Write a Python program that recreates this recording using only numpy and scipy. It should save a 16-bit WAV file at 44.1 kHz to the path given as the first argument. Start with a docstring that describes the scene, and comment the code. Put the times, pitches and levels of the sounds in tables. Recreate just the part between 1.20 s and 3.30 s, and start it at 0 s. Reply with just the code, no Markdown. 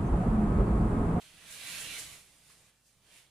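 """Leaves stir softly over a light rumble of wind, swell into one long sweep, then brush faintly a few times.
The place is a wood, with a faint low drone and outdoor hiss behind, mostly right of the microphone pair.
Each rustle is a dense shower of tiny leaf contacts: dull body, rasping middle and crisp treble, coloured
by reflections from close by. Leaves flick and stems snap within the sweep; twigs crunch twice after it."""
import sys
import numpy as np
from scipy import signal
from scipy.fft import rfft, irfft, next_fast_len
from scipy.io import wavfile
from scipy.ndimage import map_coordinates

SR = 44100
rng = np.random.default_rng(int(sys.argv[2]) if len(sys.argv) > 2 else 0)


def file_out(sig):
    """Save sig as 16-bit WAV at sys.argv[1]."""
    # one column per channel
    cols = np.atleast_2d(sig).T
    # limit, then scale
    lim = np.clip(cols, -1, 1)
    pcm = np.round(lim * 32767).astype(np.int16)
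    wavfile.write(sys.argv[1], SR, pcm)


N = 92610

# course of the rustle: t/s, rasp level/dB, treble level/dB
RUSTLE_LEVELS = [(0.0, -62, -64), (0.02, -60, -61), (0.13, -63, -64.5), (0.25, -58, -60.5), (0.3, -53, -54),
                 (0.33, -50.5, -50.5), (0.39, -50.5, -53), (0.47, -46, -49), (0.53, -45, -46.5),
                 (0.61, -46.5, -46.5), (0.7, -46, -49.5), (0.74, -46, -47), (0.77, -47.5, -48.5),
                 (0.795, -47.5, -44), (0.88, -54, -53.5), (0.94, -55, -54.5), (1.06, -67.5, -65.5),
                 (1.22, -69.5, -67), (1.32, -65, -63.5), (1.36, -69, -66.5), (1.495, -70, -69.5),
                 (1.52, -75.5, -76), (1.63, -80, -76.5), (1.68, -75, -68.5), (1.74, -77.5, -74.5),
                 (1.81, -78, -76), (1.93, -63.5, -64.5), (1.98, -62, -61.5), (2.02, -68.5, -67.5),
                 (2.1, -75.5, -76.5)]
# the rustle's dull body: t/s, level/dB before its trim
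BODY_LEVELS = [(0.0, -71.5), (0.03, -68), (0.09, -72), (0.5, -59), (0.82, -59), (0.85, -63.5),
               (0.95, -64.5), (1.02, -72.5), (1.24, -76.5), (1.32, -74.5), (1.34, -73.5), (1.49, -75.5),
               (1.52, -81), (1.66, -84), (1.96, -71), (2.1, -78.5)]
# where the leaves move: t/s, gain/dB added on the right and taken from the left
LEAF_LEAN = [(0, -0.3), (.33, 0.54), (.6, 0.6), (.85, 0.07), (1.6, -.5), (2.0, 0)]
# the rasp's broad resonance: t/s, lift/dB
RESONANCE_LIFT = [(0, 1.5), (.3, -1.5), (.55, -.5), (.68, 1.5), (.85, -0.5), (1.3, -1), (1.5, -1),
                  (1.97, 0.5)]
# colour of a firm sweep and of a light touch: f/Hz, relative level/dB
FIRM_SPECTRUM = [(180, -13), (300, -6.5), (397, -20.5), (452, -6.5), (499, -14.5), (639, -9.5), (753, -14),
                 (1230, -12), (2190, -3), (3100, -2), (4300, -3.5), (4670, -8.5), (7910, -6), (8580, -9.5),
                 (9790, -5.5), (11400, -11), (12100, -19), (13400, -14), (15300, -26.5)]
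SOFT_SPECTRUM = [(180, -41), (300, -3), (468, -5.5), (525, -6), (570, -6), (791, -6.5), (1160, -7.5),
                 (2420, -3), (3100, -2.5), (6280, -3.5), (9320, -1), (13800, -15), (15300, -22)]
# one distinct near reflection: left gain, right gain
REFLECTION_GAINS = [-0.081, 0.28]
# course of the wind and of the drone under it: t/s, level/dB before trims
WIND_LEVELS = [(0, -70.5), (.2, -69), (.4, -66), (.53, -63), (.7, -62), (.8, -64.5), (.87, -62.5),
               (.98, -68), (1.06, -75.5), (1.48, -74), (1.51, -83), (1.72, -84), (1.76, -73), (2.1, -80.5)]
DRONE_LEVELS = [(0, -77), (.44, -80), (.54, -72), (.88, -67), (1.1, -78.5), (1.65, -81), (2.1, -80.5)]
# the drone's tones: f/Hz, relative level/dB
DRONE_TONES = [(53.8, -1), (125, -2.5)]
# colour of the wind and of the wood's hiss: f/Hz, relative level/dB
WIND_SPECTRUM = [(20, -5), (38, -17), (48, -14), (58, -6), (70, -5.5), (90, -3.5), (125, -4), (170, -1.5),
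                 (250, -13.5), (400, -35), (900, -36)]
AIR_SPECTRUM = [(59, -41), (100, 0.5), (299, 0), (361, -37), (445, -2), (1250, -22), (1360, -11),
                (5680, -16.5), (15300, -19)]
# leaf flicks and twig crunches: t/s, envelope level/dB, decay/s
LEAF_FLICKS = [(.308, -44, 0.016), (.468, -44.5, 0.035), (.594, -40, 0.025), (.781, -39, 0.015)]
TWIG_CRUNCHES = [(1.296, -60.5, 0.04), (1.484, -69, 0.0091)]
# single snaps of stems: t/s, peak level/dB
STEM_SNAPS = [(.3272, -37), (.416, -34), (0.4872, -30), (0.4912, -32), (0.5827, -28), (0.629, -34),
              (.8011, -35)]
# colour of a flick, a snap and a crunch: f/Hz, relative level/dB
FLICK_SPECTRUM = [(300, -42), (2000, -14), (4500, -6), (7500, 13.5), (10500, 7), (12000, -18), (15000, 1)]
SNAP_SPECTRUM = [(300, -27), (1200, -11), (2800, 1), (5000, -6), (10000, 0), (15000, -31)]
CRUNCH_SPECTRUM = [(300, -10), (800, -11), (1100, 8), (2200, -1), (5500, -1), (10000, 0), (15000, -26)]
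# likeness of the two microphone channels: f/Hz, likeness from 0 to 1
MIC_LIKENESS = [(100, 1), (400, 0.94), (1000, 0.76), (1400, 0.9), (3000, 0.77), (5000, 0.43), (8000, 0.34),
                (14000, 0.2)]
# balance at the microphones: f/Hz, left minus right level/dB
MIC_BALANCE = [(100, -3.5), (800, -4), (1300, -4.5), (2100, -4.5), (3000, -4.5), (4000, 0.6), (5500, -1.5),
               (8000, -0.5), (9300, -9), (11300, -8), (12100, -8), (13500, -9.5), (15000, -10.5)]


def amp(db):
    """Decibels to gain."""
    return 10 ** (np.asarray(db) / 20)


def unit(pair):
    """A stereo pair scaled so that its middle has rms 1."""
    return pair / np.sqrt(np.mean(pair.mean(axis=0) ** 2) + 1e-20)


def along(points, hz):
    """Rows of f/Hz and a value, read on a log frequency axis."""
    knots_hz, values = np.transpose(points)
    return np.interp(np.log(hz + 1), np.log(knots_hz + 1), values)


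def curves(rows):
    """One value per sample for each column after the time."""
    times, *columns = np.transpose(rows)
    return [np.interp(np.arange(N) / SR, times, column) for column in columns]


def wobble(rate):
    """A smooth random curve, rate knots a second."""
    knots = rng.standard_normal(int(N * rate / SR) + 4)
    return map_coordinates(knots, [np.arange(N) * rate / SR])


def filtered(x, response):
    """x shaped by a gain that depends on frequency."""
    size = next_fast_len(N + SR // 2)
    return irfft(rfft(x, size) * response(np.fft.rfftfreq(size, 1 / SR)), size)[..., :N]


def placed(pair, spectrum):
    """Two unrelated signals, coloured and blended to sit right of centre at the microphones."""
    def mid_side_gains(hz):
        angle = np.arccos(np.clip(along(MIC_LIKENESS, hz), 0, 1)) / 2
        return amp(along(spectrum, hz)) * [np.cos(angle), np.sin(angle)]

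    mid, side = filtered(pair, mid_side_gains)
    left_right = np.array([mid + side, mid - side])
    return filtered(left_right, lambda hz: amp(np.outer([.5, -.5], along(MIC_BALANCE, hz))))


def contacts(per_s=5000, spread_db=2, slide_db=2):
    """Tiny leaf ticks, mostly weak and a few strong, on the noise of leaves sliding."""
    happens = rng.random((2, N)) < per_s / SR
    size = amp(spread_db * np.minimum(rng.exponential(size=(2, N)), 3.5))
    ticks = happens * size * np.sign(rng.standard_normal((2, N)))
    sliding = rng.standard_normal((2, N))
    return unit(ticks) + amp(slide_db) * unit(sliding)


def reflected(pair, scatter_db=-2, scatter_s=0.013, echo_s=0.01855, low_hz=900, high_hz=6500):
    """Nearby surfaces add a short scatter, different at each microphone, and one distinct echo."""
    t = np.arange(SR // 20) / SR
    decay = np.exp(-t / scatter_s)
    tail = rng.standard_normal((2, len(t))) * decay * (1 - decay)
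    tail *= amp(scatter_db) / np.linalg.norm(tail, axis=1, keepdims=True)
    tail[:, round(echo_s * SR)] += REFLECTION_GAINS
    reflections = signal.fftconvolve(pair, tail, axes=1)[:, :N]
    band = lambda hz: hz ** 2 / (hz ** 2 + low_hz ** 2) / np.sqrt(1 + (hz / high_hz) ** 2)
    return pair + filtered(reflections, band)


def leaf_bands(spectrum, low_hz=220, rasp_from_hz=1320, treble_from_hz=4620):
    """The contacts heard through the leaves: body, rasp and treble, each of rms 1."""
    sound = reflected(placed(contacts(), spectrum))
    sound = filtered(sound, lambda hz: hz ** 4 / (hz ** 4 + low_hz ** 4))
    body = filtered(sound, lambda hz: 1 / (1 + (hz / rasp_from_hz) ** 20))
    below_treble = filtered(sound, lambda hz: 1 / (1 + (hz / treble_from_hz) ** 20))
    return unit(body), unit(below_treble - body), unit(sound - below_treble)


def patchy(pair, depth_db, patch_hz=170, patch_s=0.074):
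    """The rustle's colour flickers at random, in small patches of time and frequency."""
    frame, hop = 1024, 512
    spectra = signal.stft(pair, nperseg=frame)[2]
    across = np.hanning(3 + int(2 * patch_hz * frame / SR))
    during = np.hanning(3 + int(2 * patch_s * SR / hop))
    patches = signal.fftconvolve(rng.standard_normal(spectra.shape[1:]), np.outer(across, during), "same")
    gain = amp(depth_db * patches / patches.std())
    return signal.istft(spectra * gain, nperseg=frame)[1][:, :N]


def resonant(rasp, centre_hz=2870, width_hz=850):
    """The rasp with its broad resonance lifted or lowered."""
    lift_db, = curves(RESONANCE_LIFT)
    core = filtered(rasp, lambda hz: 1 / (1 + (2 * (hz - centre_hz) / width_hz) ** 4))
    return rasp + (amp(lift_db) - 1) * core


def foliage(soft_db=-70, firm_db=-52, body_trim_db=-0.5):
    """Leaves brush past each other; a firm sweep rasps more than a light touch."""
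    rasp_db, treble_db = curves(RUSTLE_LEVELS)
    body_db, = curves(BODY_LEVELS)
    lean_db, = curves(LEAF_LEAN)
    firmness = np.clip((rasp_db - soft_db) / (firm_db - soft_db), 0, 1)
    sound = np.zeros((2, N))
    for spectrum, share in (FIRM_SPECTRUM, firmness), (SOFT_SPECTRUM, 1 - firmness):
        body, rasp, treble = leaf_bands(spectrum)
        body = amp(body_db + body_trim_db) * body
        rasp = amp(rasp_db) * resonant(unit(patchy(rasp, depth_db=1.7)))
        treble = amp(treble_db) * unit(patchy(treble, depth_db=1.02))
        sound += np.sqrt(share) * (body + rasp + treble)
    return sound * amp(np.outer([-1, 1], lean_db))


def wind(trim_db=0.5):
    """Light wind: a low rumble that swells with the long sweep."""
    level_db, = curves(WIND_LEVELS)
    rumble = placed(rng.standard_normal((2, N)), WIND_SPECTRUM)
    return amp(level_db + trim_db) * unit(rumble)


def drone(waver_db=1.0, drift_rad=0.35, lean_db=2.3):
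    """Two faint low tones that waver in level and pitch, right of centre."""
    level_db, = curves(DRONE_LEVELS)
    t = np.arange(N) / SR
    tones = np.zeros(N)
    for hz, db in DRONE_TONES:
        gain = amp(db + waver_db * wobble(7.03))
        tones += gain * np.sin(2 * np.pi * hz * t + drift_rad * wobble(5.46))
    return np.sqrt(2) * amp(level_db) * tones * amp([[-lean_db], [lean_db]])


def air(level_db=-79, left_trim_db=1, right_trim_db=-1):
    """The faint steady hiss of the wood."""
    hiss = placed(rng.standard_normal((2, N)), AIR_SPECTRUM)
    return amp(level_db) * unit(hiss * amp([[left_trim_db], [right_trim_db]]))


def bursts(rows, spectrum, attack_s):
    """Quick clusters of contacts that swell and die away."""
    t = np.arange(N) / SR
    envelope = np.zeros(N)
    for start_s, db, decay_s in rows:
        age = np.maximum(t - start_s, 0)
        envelope += amp(db) * (1 - np.exp(-age / attack_s)) * np.exp(-age / decay_s)
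    return envelope * unit(placed(contacts(), spectrum))


def leaf_flicks():
    """Leaves flick within the sweep, each a crisp burst of contacts."""
    return bursts(LEAF_FLICKS, FLICK_SPECTRUM, attack_s=0.01)


def stem_snaps():
    """A few stems snap, each one sharp click to the right of the microphones."""
    clicks = np.zeros((2, N))
    for start_s, db in STEM_SNAPS:
        clicks[0, round(start_s * SR)] = amp(db)
    sound = placed(clicks, SNAP_SPECTRUM)
    mid_peak = np.abs(sound.mean(axis=0)).max()
    return sound * clicks.max() / mid_peak


def twig_crunches():
    """Twigs crunch after the sweep, each an abrupt burst of contacts."""
    return bursts(TWIG_CRUNCHES, CRUNCH_SPECTRUM, attack_s=0.0026)


def scene():
    """The wood as it reaches the microphones."""
    return foliage() + wind() + drone() + air() + leaf_flicks() + stem_snaps() + twig_crunches()


def record(dry):
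    """The recorder keeps nothing above its band limit."""
    return filtered(dry, lambda hz: hz < 15450)


dry = scene()
out = record(dry)
file_out(out)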